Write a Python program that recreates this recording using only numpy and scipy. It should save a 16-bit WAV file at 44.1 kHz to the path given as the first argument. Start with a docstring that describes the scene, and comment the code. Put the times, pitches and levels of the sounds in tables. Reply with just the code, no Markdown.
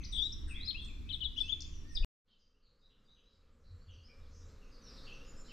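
"""Spring woodland, from two microphone positions. At the first a warbler sings close on the left, other
songbirds behind it, while wind rumbles on the microphone. A hard cut lands in a gust. After a short
silence a quieter spot fades in, nearly mono: distant birds, hushed air and a low wavering drone.
Every bird note is one gliding whistle, scattered by trunks and leaves into a soft tail."""
import sys
import numpy as np
from scipy import signal
from scipy.fft import rfft, irfft
from scipy.io import wavfile
from scipy.ndimage import uniform_filter1d

SR = 44100
rng = np.random.default_rng(int(sys.argv[2]) if len(sys.argv) > 2 else 0)


def put_to_file(sound):
    """Save the sound as 16-bit audio at rate SR, in the file named by the first command-line argument."""
    columns = np.atleast_2d(sound).T  # one column per channel
    safe = np.clip(columns, -1, 1)
    whole_steps = np.round(safe * 32767)
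    wavfile.write(sys.argv[1], SR, whole_steps.astype(np.int16))


N = 243431
TIME = np.arange(N) / SR


def warbler():
    """Close on the left: single notes, then two syllables, each sung twice with a slight change."""
    # t/s, length/s, f/Hz, level/dB, shape
    single_notes = [ (.123, .021, 3577, -37, "fall"), (.141, .044, 3530, -33.5, "buzz"),
                    (.175, .049, 3452, -29.5, "quiver"), (.213, .034, 3616, -26.5, "rise"),
                    (.236, .05, 3845, -34.5, "flat"), (.671, .044, 4284, -31.5, "arch"),
                    (.744, .03, 2690, -38.5, "rise"), (1.964, .024, 3648, -32.5, "buzz"),
                    (2.025, 0.049, 2590, -42, "buzz")]
    # t/s, pitch ratio, level/dB, syllable
    phrase = [(1.089, 0.98, -33, "two hooks"), (1.204, 0.96, -30.5, "two hooks"),
              (1.361, .995, -26.5, "lift and pip"), (1.478, 1.01, -27, "lift and pip")]
    song = sing(notes(single_notes) + syllables(phrase), warble_hz=68.4, unsteady=.012, rasp=.3)
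    return perch(song, direct_db=-2, right_db=-17, scatter_db=-6, echo_db=-12)


def caller():
    """A second bird, a little farther off, gives short sharp calls."""
    # t/s, length/s, f/Hz, level/dB, shape
    calls = [ (.030, .016, 4080, -47, "flick up"), (.045, 0.015, 4930, -41.5, "flick down"),
             (.320, .017, 5500, -40, "rise"), (.644, 0.033, 4934, -44, "rise"),
             (.846, 0.0061, 6100, -54.5, "flick down"), (1.604, 0.0059, 5410, -38.5, "flick up"),
             (1.619, 0.0055, 5480, -37, "flick down"), (1.943, .008, 5940, -54.5, "fall"),
             (1.950, .019, 4887, -35.5, "fall")]
    song = sing(notes(calls), warble_hz=90, unsteady=.018, rasp=.25)
    return perch(song, direct_db=-6, right_db=-7, scatter_db=-8, echo_db=-9)


def treetop_birds():
    """Scattered notes from the canopy, almost central, more echo than direct sound."""
    # t/s, length/s, f/Hz, level/dB, shape
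    calls = [ (0, 0.041, 2383, -53.5, "buzz"), (0, 0.16, 5845, -56.5, "fall"),
             (.175, 0.02, 4870, -51.5, "flat"), (.208, .039, 5620, -52.5, "fall"),
             (.228, 0.05, 7400, -62, "rise"), (.472, 0.024, 1766, -54, "buzz"),
             (.490, 0.06, 2496, -45, "swoop"), (.542, 0.038, 3403, -44, "rise"),
             (.548, 0.048, 2274, -50, "buzz"), (.595, .06, 4007, -43.5, "rise"),
             (.772, 0.053, 3414, -43, "rise"), (.868, 0.019, 7400, -59, "flat"),
             (.878, 0.032, 2488, -51.5, "fall"), (1.066, .042, 2590, -57, "flat"),
             (1.360, 0.03, 5510, -56, "rasp"), (1.385, 0.034, 4666, -49, "rasp"),
             (1.430, 0.035, 2646, -47, "flat"), (1.44, 0.081, 6410, -58.5, "rise"),
             (1.645, 0.045, 6800, -59.5, "rise"), (1.705, 0.1, 5820, -60, "fall"),
             (1.845, 0.083, 1840, -60, "flat"), (1.882, .05, 5630, -58, "fall")]
    song = sing(notes(calls), warble_hz=85.2, unsteady=.0099, rasp=.5)
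    return perch(song, direct_db=-9.5, right_db=-1, scatter_db=-13, echo_db=-3)


def high_bird():
    """A thin, very high up-down-up whistle on the left, about three times a second."""
    # t/s into the figure, f/Hz, level/dB
    figure = [(0, 7300, -14.5), (.005, 8200, -4), (.010, 9000, -4), (0.02, 8600, -6.5), (.028, 7800, -7.5),
              (0.038, 8300, 0), (0.051, 8420, -6), (.059, 9050, -9.5)]
    # t/s, level/dB, swell time/s
    repeats = [(0.118, -51.5, .003), (.475, -53, 0.0023), (0.811, -61, 0.011), (1.109, -66, 0.0093),
               (1.379, -60, 0.0143), (1.908, -62, 0.013)]
    s, hz, db = np.transpose(figure)
    t = np.arange(int(s[-1] * SR)) / SR
    song = np.zeros(N)
    for start, level_db, swell in repeats:
        pitch = np.interp(t, s, hz) * (1 + .011 * walk(600)[:len(t)])
        envelope = amp(level_db + np.interp(t, s, db)) * np.minimum(t / swell, 1) ** 2
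        add(song, start, envelope * whistle(pitch))
    return perch(song, direct_db=-4.5, right_db=-7.5, scatter_db=-8, echo_db=-9)


def distant_birds(fade_db):
    """Birds so far from the second position that they are mostly echo; their chorus follows the fade."""
    # t/s, length/s, f/Hz, level/dB, shape
    calls = [ (2.266, 0.093, 3676, -75, "rasp"), (2.276, .06, 3130, -71, "sink"),
             (2.380, .04, 5480, -78, "rasp"), (2.390, .045, 4830, -73, "sink"),
             (2.530, 0.06, 2870, -83.5, "rise"), (2.612, 0.079, 4340, -73, "buzz"),
             (3.075, 0.16, 6180, -86.5, "flat"), (3.240, .046, 3925, -70, "flat"),
             (3.275, 0.11, 4360, -78, "rasp"), (3.630, 0.097, 4245, -72.5, "buzz"),
             (3.680, 0.2, 7330, -90, "sink"), (3.795, 0.044, 4430, -70.5, "flat"),
             (3.876, 0.056, 3064, -59.5, "buzz"), (3.898, 0.035, 5820, -69.5, "fall"),
             (3.922, 0.086, 4530, -72.5, "fall"), (4.025, 0.057, 5135, -63, "rise"),
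             (4.080, 0.022, 2360, -61, "flat"), (4.220, 0.064, 4270, -72.5, "rasp"),
             (4.298, 0.13, 5750, -66, "rasp"), (4.440, .06, 7500, -77, "flat"),
             (4.475, .043, 4800, -70.5, "rasp"), (4.606, .042, 2685, -67, "fall"),
             (4.705, 0.062, 4700, -63, "buzz"), (4.810, .07, 5530, -58, "swoop"),
             (4.850, 0.036, 4040, -60.5, "buzz"), (4.878, 0.034, 5000, -56.5, "buzz"),
             (4.920, 0.092, 4630, -60.5, "rasp"), (4.958, 0.042, 3900, -58.5, "buzz"),
             (5.026, 0.036, 4500, -56, "buzz"), (5.060, 0.0318, 2846, -50.5, "buzz"),
             (5.100, .04, 2725, -54, "flat"), (5.110, 0.047, 5810, -63, "buzz"),
             (5.230, .061, 5120, -66.5, "quiver"), (5.245, .08, 6900, -66, "flat"),
             (5.355, 0.04, 5260, -65, "flat"), (5.360, .08, 7230, -66, "buzz"),
             (5.435, .077, 4600, -62, "rasp"), (5.474, 0.029, 3060, -55.5, "sink"),
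             (5.498, 0.034, 2540, -54, "swoop")]
    # t/s, pitch ratio, level/dB, syllable
    phrase = [(2.787, 1.01, -70, "three steps"), (3.045, .99, -68, "three steps")]
    song = sing(notes(calls) + syllables(phrase), warble_hz=74.97, unsteady=.016, rasp=.628)
    crowd = amp(fade_db - 12) * chorus(low_hz=2400, high_hz=7800, count=220)
    echo, echo_side = trees(amp(-1.5) * song + crowd, near_t60=.62, far_t60=.76, far_db=-12)
    return amp(-7) * foliage(song, blur_s=.012) + spread(echo, echo_side, side_db=-26)


def notes(table):
    """Give each note the pitch arc and warble of its shape."""
    # shape: first / middle pitch, last / middle pitch, warble depth/Hz
    shapes = {"flat": (0.96, 1.015, 8), "rise": (.92, 1.07, 7.2), "fall": (1.1, .93, 7.96),
              "buzz": (1.03, 0.91, 212), "rasp": (1, 1.02, 650), "quiver": (1.01, 0.98, 150),
              "sink": (1.04, .975, 6.8), "swoop": (1.15, 0.99, 40), "arch": (.82, .68, 5),
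              "flick up": (.7, 1.33, 0), "flick down": (1.33, .72, 0)}
    return [(s, length, hz * shapes[shape][0], hz, hz * shapes[shape][1], db, shapes[shape][2])
            for s, length, hz, db, shape in table]


def syllables(table):
    """Spell out each syllable as notes, shifted in time, pitch and level."""
    # syllable: t/s into it, length/s, first f/Hz, middle f/Hz, last f/Hz, level/dB, warble depth/Hz
    repertoire = { "two hooks": [(0, .009, 2880, 3580, 4350, -10.5, -0.5),
                  (.005, .031, 4100, 3186, 3190, -4, 10), (.025, .018, 3200, 3780, 4250, -17, -3.5),
                  (.036, .033, 4270, 3654, 3424, -0.5, 5)],
                  "lift and pip": [(0, 0.027, 2716, 3090, 3330, -15.5, 1.5),
                  (.015, .018, 3236, 3375, 2930, -3.5, 24.5), (.042, .022, 3430, 3500, 3410, -0.5, -2.5)],
                  "three steps": [(0, 0.027, 4730, 4785, 4760, -6.5, 1),
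                  (.024, .063, 3634, 3855, 3920, 1.5, 77.5), (.103, .054, 3220, 3120, 3130, -2.5, 298.5)]}
    return [(s + offset, length, first * ratio, middle * ratio, last * ratio, db + note_db, depth)
            for s, ratio, db, name in table
            for offset, length, first, middle, last, note_db, depth in repertoire[name]]


def sing(score, warble_hz, unsteady, rasp):
    """Each note arcs through three pitches, swells and dies; the deeper its warble, the more it rasps."""
    track = np.zeros(N)
    waver = 1 + unsteady * walk(400)
    flutter = rasp * walk(700)
    for start, length, first, middle, last, db, depth in score:
        t = np.arange(int(max(length, .004) * SR)) / SR
        progress = t / t[-1]
        now = (int(start * SR) + np.arange(len(t))) % N
        arc = np.polyval(np.polyfit([0, .5, 1], [first, middle, last], 2), progress)
        warble = depth * (np.sin(2 * np.pi * warble_hz * t) + flutter[now])
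        envelope = amp(db) * np.abs(np.sin(np.pi * progress)) ** .54
        add(track, start, envelope * whistle((arc + warble) * waver[now]))
    return track


def whistle(hz, octave_db=-58):
    """The syrinx: a nearly pure tone with a very faint octave, rms 1."""
    phase = 2 * np.pi * np.cumsum(hz) / SR
    return np.sqrt(2) * (np.sin(phase) + amp(octave_db) * (hz < SR / 5) * np.sin(2 * phase))


def perch(song, direct_db, right_db, scatter_db, echo_db):
    """A bird left of the microphone: weaker on the right, its echo from all round, dulled by leaves."""
    direct = amp(direct_db) * song + amp(scatter_db) * foliage(song, blur_s=.015)
    dull = signal.sosfilt(signal.butter(2, 7200, fs=SR, output="sos"), song)
    mid, side = trees(dull, near_t60=.41, far_t60=1, far_db=-12)
    echo = amp(echo_db - 1) * spread(mid, side, side_db=-5)
    return direct * amp([[0], [right_db]]) + echo * amp([[0], [-2]])


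def foliage(song, blur_s):
    """Twigs and leaves beside the direct path: early scatter that roughens each note."""
    t = np.arange(SR // 20) / SR
    response = rng.standard_normal(len(t)) * np.exp(-t / blur_s)
    return signal.fftconvolve(song, response / np.sqrt(np.sum(response ** 2)))[:N]


def trees(song, near_t60, far_t60, far_db):
    """Two unrelated echoes of a song: nearby trunks answer quickly, the deep wood lingers."""
    t = np.arange(SR) / SR
    decay = amp(-60 * t / near_t60) + amp(far_db) * amp(-60 * t / far_t60)
    trunks = rng.standard_normal((2, SR)) * amp(2.3 * rng.standard_normal((2, SR)))
    response = trunks * decay * np.minimum(t / .0031, 1)
    response /= np.sqrt(np.sum(response ** 2, axis=1, keepdims=True))
    return signal.fftconvolve(song[None], response, axes=1)[:, :N]


def wind(level_db=-41.5, easing_db_per_s=2):
    """Wind on the microphone: a rumble that slowly eases, and three gusts that shove it."""
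    # Rumble spectra, mid and side: f/Hz, relative level/dB
    mid_spectrum = [(20, 4.5), (33, -1.5), (72, -2.5), (92, -11.5), (134, -18), (200, -20.5), (300, -22.5),
                    (500, -40.5), (830, -49), (1080, -41.5), (1500, -46.5), (2200, -48)]
    side_spectrum = [(20, 3.5), (60, -20), (130, -17), (300, -22.5), (550, -39), (1100, -39.5), (2200, -41)]
    # t/s, half length/s, f/Hz, level/dB, lean to the left (-1..1)
    gusts = [(0.138, .05, 36, -39.5, -0.27), (1.964, .026, 18, -30, -.3), (2.029, 0.023, 26, -22, 0.17)]
    strength = amp(level_db - easing_db_per_s * TIME + .92 * walk(14))
    rumble = strength * spread(air(mid_spectrum), air(side_spectrum), side_db=-10.5)
    for s, half, hz, db, lean in gusts:
        t = TIME - s
        shove = amp(db) * np.cos(2 * np.pi * hz * t) * np.exp(-(t / half) ** 2)
        rumble += shove * np.array([[1 + lean], [1 - lean]])
    return rumble


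def low_drone(peak_hz=88.8, sag_hz_per_db=.5):
    """A deep, unsteady tone that swells and sinks, flatter when weak, with a dull rumble under it."""
    # t/s, level/dB
    swells = [(3.34, -93.5), (3.374, -72.5), (3.688, -69), (3.714, -52.5), (3.746, -49), (3.778, -60.5),
              (3.86, -65), (3.884, -52), (4.17, -72.5), (4.202, -61), (4.462, -54), (4.48, -60),
              (4.54, -56.5), (4.62, -76)]
    # f/Hz, relative level/dB
    rumble_spectrum = [(25, 1.5), (55, 4), (130, -7), (250, -36)]
    s, levels = np.transpose(swells)
    db = np.interp(TIME, s, levels)
    hz = (peak_hz - sag_hz_per_db * (db.max() - db)) * (1 + .1 * walk(60))
    soft_gate = uniform_filter1d(1. * (TIME > s[0]) * (TIME < s[-1]), size=1500)
    strength = amp(db + .5) * soft_gate
    tone = np.sqrt(2) * np.sin(2 * np.pi * np.cumsum(hz) / SR)
    rumble = amp(-3.5) * uniform_filter1d(strength, size=12000) * air(rumble_spectrum)
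    return strength * tone + rumble


def chorus(low_hz, high_hz, count):
    """Many birds far off: short slurs at random times and pitches, the high ones weaker; rms 1."""
    when, pitch, slur, length, weakness = rng.random((count, 5)).T
    middle = low_hz + (high_hz - low_hz) * pitch
    glide = .28 * (slur - .5) * middle
    start = (np.arange(count) + when) / count * N / SR
    db = -5 * weakness - 10 * pitch
    score = zip(start, .03 + .05 * length, middle - glide, middle, middle + glide, db, 350 * length)
    return unit(sing(score, warble_hz=79.8, unsteady=.02, rasp=.6))


def leaf_hiss():
    """A fine, wide hiss of leaves around the first position."""
    # f/Hz, relative level/dB
    spectrum = [(1500, -5.5), (2200, 1.5), (4000, 3.5), (7000, -3), (10000, -15), (11800, -6.5),
                (13000, -19), (15000, -24)]
    return spread(air(spectrum), air(spectrum), side_db=-3.5) * amp(-74.5 + walk(4.1))


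def hushed_air(fade_db):
    """Soft, low air at the second position, nearly mono, its level wavering."""
    # f/Hz, relative level/dB
    spectrum = [(20, 29.5), (45, 18.5), (95, 10), (150, 4.5), (220, 6.5), (370, -2), (540, 1), (640, -9),
                (900, -10), (1250, -3), (1900, -12), (7600, -25.5), (9000, -32), (14500, -33)]
    return spread(air(spectrum), air(spectrum), side_db=-25.5) * amp(fade_db + 12 + 1.3 * walk(6.9))


def hum():
    """A hum in the air: a few narrow, wandering tones, rms 1."""
    # f/Hz, width/Hz, relative level/dB
    tones = [(188, 24, -7), (234, 20, -1.5), (278.7, 25, -5), (428, 36, -3), (481, 25, -1), (539, 23, -5.5)]
    return unit(sum(amp(db) * np.real((walk(width) + 1j * walk(width)) * np.exp(2j * np.pi * hz * TIME))
                    for hz, width, db in tones))


def air(spectrum):
    """Turbulent noise of a given colour, rms 1."""
    hz, db = np.transpose(spectrum)
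    bins = np.maximum(np.fft.rfftfreq(N, 1 / SR), 1)
    gain = amp(np.interp(np.log(bins), np.log(hz), db)) * (bins > hz[0] / 2) * (bins < hz[-1])
    return unit(irfft(rfft(rng.standard_normal(N)) * gain, N))


def walk(rate):
    """A random drift that turns rate times a second."""
    steps = np.arange(0, 7, 1 / rate)
    return np.interp(TIME, steps, rng.standard_normal(len(steps)))


def spread(mid, side, side_db):
    """Mid and side to left and right."""
    return mid + amp(side_db) * side * np.array([[1], [-1]])


def add(track, start_s, sound):
    """Mix a sound into a track from a given time."""
    at = int(start_s * SR) + np.arange(len(sound))
    inside = (at >= 0) & (at < N)
    track[at[inside]] += sound[inside]


def amp(db):
    """Decibels to gain."""
    return 10 ** (np.asarray(db) / 20)


def unit(x):
    """Scale to rms 1."""
    return x / np.sqrt(np.mean(x ** 2))


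def by_the_path():
    """First position: singers near and far, the microphone in the wind."""
    singers = warbler() + caller() + treetop_birds() + high_bird()
    crowd = trees(chorus(low_hz=2410, high_hz=5880, count=110), near_t60=.24, far_t60=1.1, far_db=-1)
    return singers + amp(-72.5) * crowd + wind() + leaf_hiss()


def deep_in_the_wood(rise_db_per_s=8, full_at_s=5.023):
    """Second position: distant birds and the drone, over a background that rises steadily, then holds."""
    fade_db = -62.5 - rise_db_per_s * np.maximum(full_at_s - TIME, 0)
    return distant_birds(fade_db) + hushed_air(fade_db) + amp(fade_db - 5) * hum() + low_drone()


def scene():
    """The first position stops dead in mid-gust; the second eases in after a short silence."""
    cut_s, resume_s, ease_s = 2.047, 2.245, .035
    ease_in = np.clip((TIME - resume_s) / ease_s, 0, 1)
    return by_the_path() * (TIME < cut_s) + deep_in_the_wood() * ease_in


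def record(dry):
    """The recorder cuts the treble above 15.3 kHz."""
    return signal.sosfilt(signal.ellip(8, .2, 70, 15300, fs=SR, output="sos"), dry)


dry = scene()
out = record(dry)
put_to_file(out)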